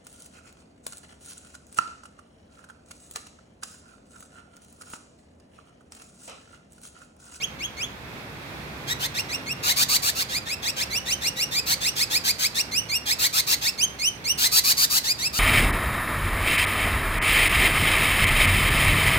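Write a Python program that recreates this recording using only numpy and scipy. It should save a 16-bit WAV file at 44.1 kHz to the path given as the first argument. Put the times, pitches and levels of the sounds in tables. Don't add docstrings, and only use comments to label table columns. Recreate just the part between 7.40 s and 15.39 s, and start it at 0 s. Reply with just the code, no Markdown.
import sys
import numpy as np
from scipy import signal
from scipy.fft import rfft, irfft, next_fast_len
from scipy.io import wavfile
from scipy.ndimage import uniform_filter1d

SR = 44100
rng = np.random.default_rng(int(sys.argv[2]) if len(sys.argv) > 2 else 0)


def master(y):
    cut = np.clip(np.atleast_2d(y).T, -1, 1)
    pcm = np.round(cut * 32767)
    wavfile.write(sys.argv[1], SR, pcm.astype(np.int16))


N = 352359
TIME = np.arange(N) / SR
MID_SWEEP = .55


def undb(db):
    return 10 ** (np.asarray(db) / 20)


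def unit(x):
    return x / np.sqrt(np.mean(x ** 2) + 1e-18)


def response(points, hz):
    at, value = np.transpose(points)
    return np.interp(np.log(hz + 1), np.log(at), value)


def shaped(x, gain):
    size = next_fast_len(len(x) + 512)
    return irfft(rfft(x, size) * gain(np.fft.rfftfreq(size, 1 / SR)), size)[:len(x)]


def colour(x, points):
    return shaped(x, lambda hz: undb(response(points, hz)))


def steady(x, size=301):
    return x / np.sqrt(uniform_filter1d(uniform_filter1d(x ** 2, size), size) + 1e-12)


def wander(rate_hz):
    return np.interp(TIME * rate_hz, np.arange(1024), rng.standard_normal(1024))


def street(mid_db=-40, side_db=-43.0, flutter_db=1, follow=0.35):
    # (frequency [Hz], relative level [dB])
    mid_spectrum = [(15, -53), (25, -30), (53, -6.5), (141, -1), (170, -4), (301, -7.5), (545, -10.5),
                    (1740, -15.5), (2610, -16), (2990, -24.5), (3340, -21), (3620, -22), (7710, -35),
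                    (11300, -36.5), (16000, -34)]
    side_spectrum = [(15, -52), (25, -39), (59, -12), (695, -10.5), (796, -7.5), (1040, -9), (2410, -8.5),
                     (2910, -16.5), (3620, -15), (7710, -30.5), (16000, -31)]
    # (time [s], level [dB])
    traffic = [(0.0, -37.5), (1.44, -27), (2.71, -32), (7.99, -37)]
    mid = unit(colour(rng.standard_normal(N), mid_spectrum))
    side = unit(colour(rng.standard_normal(N), side_spectrum))
    traffic_db = np.interp(TIME, *np.transpose(traffic))
    swell = undb(follow * (traffic_db - traffic_db[SR]) + flutter_db * wander(9))
    out = []
    for sign in (1, -1):
        noise = undb(mid_db) * mid + sign * undb(side_db) * side
        shading = [(120, -1.2 * sign), (900, -.2 * sign), (3500, -2.8 * sign), (10000, -1.5 * sign)]
        noise = colour(noise, shading)
        rumble = colour(noise, [(700, 1), (3000, 1.3)])
        out.append(noise + (swell - 1) * rumble)
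    return np.array(out)


def engines(fade_s=0.058):
    # (start [s], end [s], mean pitch [Hz], mean level [dB])
    drones = [(0, 8, 66, -55), (.7, 2.2, 142, -48), (1.9, 2.8, 262, -52), (1.7, 4.9, 524, -57),
              (2.2, 4.6, 786, -62)]
    out = np.zeros(N)
    for start, end, hz, db in drones:
        fade = np.clip(np.minimum(TIME - start, end - TIME) / fade_s, 0, 1)
        turns = np.cumsum(hz * (1 + .006 * wander(12))) / SR
        out += fade * undb(db + 2 * wander(12)) * np.sqrt(2) * np.sin(2 * np.pi * turns)
    return out


def porch(song, t60=0.33, left_db=-20.5, right_db=-15.5, delay_s=0.00095):
    # (frequency [Hz], gain [dB])
    walls = [(600, -9), (2500, 6.5), (5500, 5.5), (8000, 1), (11000, 1.5), (16000, -4)]
    t = TIME[:SR]
    out = []
    for db in (left_db, right_db):
        tail = rng.standard_normal(SR) * np.exp(-np.log(1000) * t / t60) * (t > delay_s)
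        tail = colour(tail / np.linalg.norm(tail), walls)
        out.append(undb(db) * signal.fftconvolve(song, tail)[:N])
    return np.array(out)


def cage(note, left_db=-10, right_db=-12, t60=0.055):
    # (frequency [Hz], gain [dB])
    bars = [(1200, 2), (2400, 3), (3050, 3), (3800, 0), (5500, 2.5), (12000, 4)]
    t = TIME[:SR // 40]
    tails = rng.standard_normal((2, len(t))) * np.exp(-np.log(1000) * t / t60)
    reflected = colour(note, bars)
    return np.array([undb(db) * signal.fftconvolve(reflected, tail / np.linalg.norm(tail))
                     for db, tail in zip((left_db, right_db), tails)])


def microphone_ports(note, lean, less_delay=0.11, less_shade=0.8):
    # (frequency [Hz], left minus right [dB])
    balance = [(1000, 0.5), (2400, 1), (4300, -2.5), (5400, -4), (6200, -13.5), (7400, 12.5), (8700, 23),
               (10000, 4.5), (12500, 3), (14200, 7.5), (15500, 24)]
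    # (frequency [Hz], lead of the left [rad])
    phase_lead = [(0, 0), (600, .1), (1100, 2.1), (2100, 4.7), (2550, 6.3), (2950, 9.4), (3950, 12.6),
                  (5100, 15.7), (5750, 22), (6500, 25.1), (7000, 28), (9000, 29), (10400, 31.4),
                  (16000, 41)]

    def gain(hz, side):
        shade_db = (1.5 - less_shade * lean) * response(balance, hz)
        power = 2 / (1 + undb(-2 * side * shade_db))
        lead = np.interp(hz * (1 - less_delay * lean), *np.transpose(phase_lead))
        return np.sqrt(power) * np.exp(.5j * side * lead)
    return np.array([shaped(note, lambda hz: gain(hz, side)) for side in (0.849, -1.182)])


def sweep(stage, foot_hz, middle_hz, top_hz, rasp, lift=1.7, whistle_bend=2.2, harsh_bend=1.0):
    bend = whistle_bend + (harsh_bend - whistle_bend) * rasp
    rising = np.clip(stage / MID_SWEEP, 0, 1) ** lift
    topping = 1 - np.clip((1 - stage) / (1 - MID_SWEEP), 0, 1) ** bend
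    return foot_hz + (middle_hz - foot_hz) * rising + (top_hz - middle_hz) * topping


def pressure_db(stage, length, swell_db, crest, crest_db=1.28, sag_db=-3,
                attack_s=.013, attack_db=-10, release_s=0.0062, release_db=-24):
    body_db = crest_db + np.interp(stage, [0, min(crest, .99), 1], [-swell_db, 0, sag_db])
    opening = np.clip(1 - stage * length / attack_s, 0, 1)
    closing = np.clip(1 - (1 - stage) * length / release_s, 0, 1)
    return body_db + attack_db * opening + release_db * closing


def roughness(stage, hz, rasp, catch, clearing=0.3, settle_hz=1991, settle_span_hz=257):
    ragged = rasp ** np.interp(stage, [0, .6], [.3, 1]) * (1 - clearing * stage ** 2)
    slack = 0.817 * np.clip((settle_hz - hz) / settle_span_hz, 0, 1)
    return np.maximum.reduce([ragged, slack, .9 * catch])


def syrinx(hz, rough, jitter=.06, shimmer_db=4.5, doubling_db=7.0, oversample=4):
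    samples = np.arange(len(hz))
    turns = np.cumsum(hz) / SR
    cycle = np.arange(int(turns[-1]))
    onsets = np.interp(cycle, turns, samples)
    stray, swell = rng.standard_normal((2, 512))[:, :len(cycle)]
    rough, cycle_hz = rough[onsets.astype(int)], hz[onsets.astype(int)]
    onsets = np.sort(onsets + np.cumsum(jitter * rough * stray * SR / cycle_hz))
    croak_db = doubling_db * rough * np.interp(cycle_hz, [1300, 1600], [0, 1])
    size = undb(rough * (shimmer_db * swell + croak_db * (-1) ** cycle))
    fine = np.zeros(oversample * len(hz) + 2)
    place = np.clip(oversample * onsets, 0, oversample * len(hz))
    np.add.at(fine, place.astype(int), size * (1 - place % 1))
    np.add.at(fine, place.astype(int) + 1, size * (place % 1))
    pulses = signal.resample_poly(fine, 1, oversample)[:len(hz)]
    return pulses, np.interp(samples, onsets, cycle) % 1


def breath(phase, rough, rough_db=1, floor_db=-22, puff_cycles=0.54):
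    # (frequency [Hz], gain [dB])
    air_spectrum = [(300, -35), (1500, -1), (2400, -2.5), (3000, -1), (3600, 4), (4600, 3), (5500, -2.5),
                    (6500, 1), (9500, -14.5), (11000, -8.5), (12800, -5.5), (14300, -2), (16000, -12)]
    puffs = rng.standard_normal(SR // 4)[:len(phase)] * np.exp(-phase / puff_cycles)
    return (undb(rough_db) * rough ** 1.3 + undb(floor_db)) * unit(colour(puffs, air_spectrum))


def throat(pulses, phase, hz, rasp, gape, second_db=-6, skin_db=-10):
    # (frequency [Hz], gain [dB])
    tract = [(150, -64), (700, -4), (1200, -3), (1700, -0.5), (2200, 0), (3200, 2.5), (4500, 1), (5400, -2),
             (6500, -1.5), (8500, -2.5), (11000, -11.5), (14000, -7), (16000, -31)]
    resonance_db = response([(2800, -7.5), (4300, -4.5), (5200, 5), (6600, -3.5)], 2 * hz)
    second = np.cos(4 * np.pi * phase) * undb(second_db + 0.067 * gape + resonance_db)
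    fundamental = np.cos(2 * np.pi * phase) * rasp ** 2 * undb(skin_db)
    return steady(colour(pulses, tract)) + fundamental + second


def beak_gape(start, level_db, rasp, usual_db=-22, usual_rasp=0.35):
    # (time [s], level [dB])
    facing = [(0, -9.5), (.45, -4.5), (1.5, 0.5), (2.2, -5), (2.8, 4), (3.2, -0.5), (5, 1), (6.4, -2),
              (7.1, 0), (7.6, 5)]
    effort = 1.48 * (level_db - usual_db) + 11 * (rasp - usual_rasp)
    return effort + np.interp(start, *np.transpose(facing))


def beak(voice, gape):
    db_per_gape = [(3500, 0), (4600, .64), (6200, .32), (9000, .56), (13500, .61)]
    return colour(voice, [(hz, db * gape) for hz, db in db_per_gape])


def chirp(start, end, middle_hz, top_hz, level_db,
          catch_s=.014, hook_hz=250.5, waver=.021, pure_db=-2, brighten_db=9):
    # (mid-sweep pitch [Hz], foot pitch [Hz], rasp [0-1], swell [dB], crest [share of the length])
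    registers = [(1270, 1110, 0.99, 6, .86), (1481, 1230, 0.9, 10.5, 0.68), (1763, 1530, .5, 10, 0.68),
                 (2226, 1660, 0.35, 12, 0.78), (2514, 2000, 0.07, 11.5, 0.74), (2796, 1900, 0.06, 15, 0.78)]
    register_hz, *traits = np.transpose(registers)
    foot_hz, rasp, swell_db, crest = (np.interp(middle_hz, register_hz, trait) for trait in traits)
    gape = beak_gape(start, level_db, rasp)
    length = end - start
    stage = np.linspace(0, 1, int(length * SR))
    tremor = np.interp(stage, np.linspace(0, 1, 16), rng.standard_normal(16))
    catch = np.exp(-(stage * length / catch_s) ** 2)
    hz = sweep(stage, foot_hz, middle_hz, top_hz, rasp) + hook_hz * (1 - rasp) * catch
    hz = uniform_filter1d(hz * (1 + waver * tremor), size=300, mode="nearest")
    rough = roughness(stage, hz, rasp, catch)
    pulses, phase = syrinx(hz, rough)
    voice = throat(pulses, phase, hz, rasp, gape) + breath(phase, rough)
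    overtones = colour(voice, [(6300, -40), (7500, 0)])
    overtone_db = (1 - rasp) * (pure_db + brighten_db * (stage - MID_SWEEP))
    voice += overtones * (undb(overtone_db) - 1)
    envelope = undb(level_db + pressure_db(stage, length, swell_db, crest))
    return steady(beak(voice, gape)) * envelope * signal.windows.tukey(len(hz), .05)


def drongo(direct_db=-1.83):
    # (start [s], end [s], mid-sweep pitch [Hz], top pitch [Hz], level [dB])
    chirps = [ (0.0, 0.055, 2740, 3410, -23.5), (0.187, 0.267, 2680, 3396, -27),
              (0.364, 0.457, 2530, 3380, -27.5), (1.468, 1.538, 1795, 1945, -24),
              (1.593, 1.672, 1587, 2174, -24), (1.739, 1.814, 2070, 2900, -23.5),
              (1.885, 1.966, 2346, 2880, -25.5), (2.057, 2.136, 2505, 2825, -26),
              (2.226, 2.331, 1528, 2300, -18), (2.359, 2.444, 1292, 2057, -16.5),
              (2.484, 2.576, 1267, 2420, -17), (2.619, 2.708, 1314, 1990, -19),
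              (2.748, 2.836, 1493, 2570, -22), (2.884, 2.992, 1946, 2535, -24.5),
              (3.054, 3.15, 2217, 2680, -25), (3.22, 3.311, 1954, 2780, -23),
              (3.358, 3.444, 1733, 2820, -23), (3.499, 3.593, 2427, 2947, -22.5),
              (3.653, 3.748, 2240, 3110, -21.5), (3.809, 3.896, 2205, 2914, -21),
              (3.958, 4.049, 2270, 2956, -21), (4.108, 4.206, 2185, 2597, -20.5),
              (4.258, 4.349, 1523, 2457, -19), (4.403, 4.501, 1988, 2916, -20),
              (4.554, 4.647, 1854, 2595, -19.5), (4.698, 4.785, 1943, 2610, -18.5),
              (4.837, 4.92, 1711, 2616, -17.5), (4.983, 5.077, 1668, 2660, -19),
              (5.143, 5.22, 2010, 2940, -19), (5.311, 5.404, 2630, 2962, -19.5),
              (5.485, 5.581, 2490, 2850, -20.5), (5.654, 5.743, 1846, 2630, -19.5),
              (5.784, 5.877, 1527, 2355, -17), (5.926, 6.013, 1459, 2373, -17),
              (6.065, 6.153, 1372, 2390, -17), (6.21, 6.303, 1847, 2773, -19.5),
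              (6.376, 6.455, 2870, 3174, -17), (6.585, 6.695, 2620, 3040, -19.5),
              (6.839, 6.928, 2647, 2978, -19), (6.974, 7.081, 1574, 2200, -16.5),
              (7.113, 7.203, 1396, 2250, -14), (7.236, 7.332, 1233, 2340, -15.5),
              (7.367, 7.458, 1217, 2054, -16), (7.497, 7.594, 1279, 2293, -16.5),
              (7.631, 7.732, 2070, 2563, -19.5), (7.779, 7.885, 2240, 2690, -21.5),
              (7.927, 8.019, 1426, 1880, -21.5)]
    # (time [s], lean [0-1])
    leaning = [(2.1, 0), (2.45, 0.43), (3.3, 0), (6.9, 0), (7.35, 0.8)]
    song, near = np.zeros(N + SR), np.zeros((2, N + SR))
    for start, end, middle_hz, top_hz, level_db in chirps:
        note = chirp(start, end, middle_hz, top_hz, level_db)
        ring = cage(note)
        lean = np.interp(start, *np.transpose(leaning))
        at = int(start * SR)
        song[at:at + len(note)] += note
        near[:, at:at + len(note)] += undb(direct_db) * microphone_ports(note, lean)
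        near[:, at:at + ring.shape[1]] += ring
    return song[:N], near[:, :N]


def scene():
    song, near = drongo()
    return near + porch(song) + street() + engines()


def record(dry, right_cutoff_hz=14500, top_hz=15900):
    right = shaped(dry[1], lambda hz: 1 / np.sqrt(1 + (hz / right_cutoff_hz) ** 110))
    lowpass = signal.ellip(10, .1, 60, top_hz, fs=SR, output="sos")
    return signal.sosfiltfilt(lowpass, np.array([dry[0], right]))


dry = scene()
out = record(dry)
master(out)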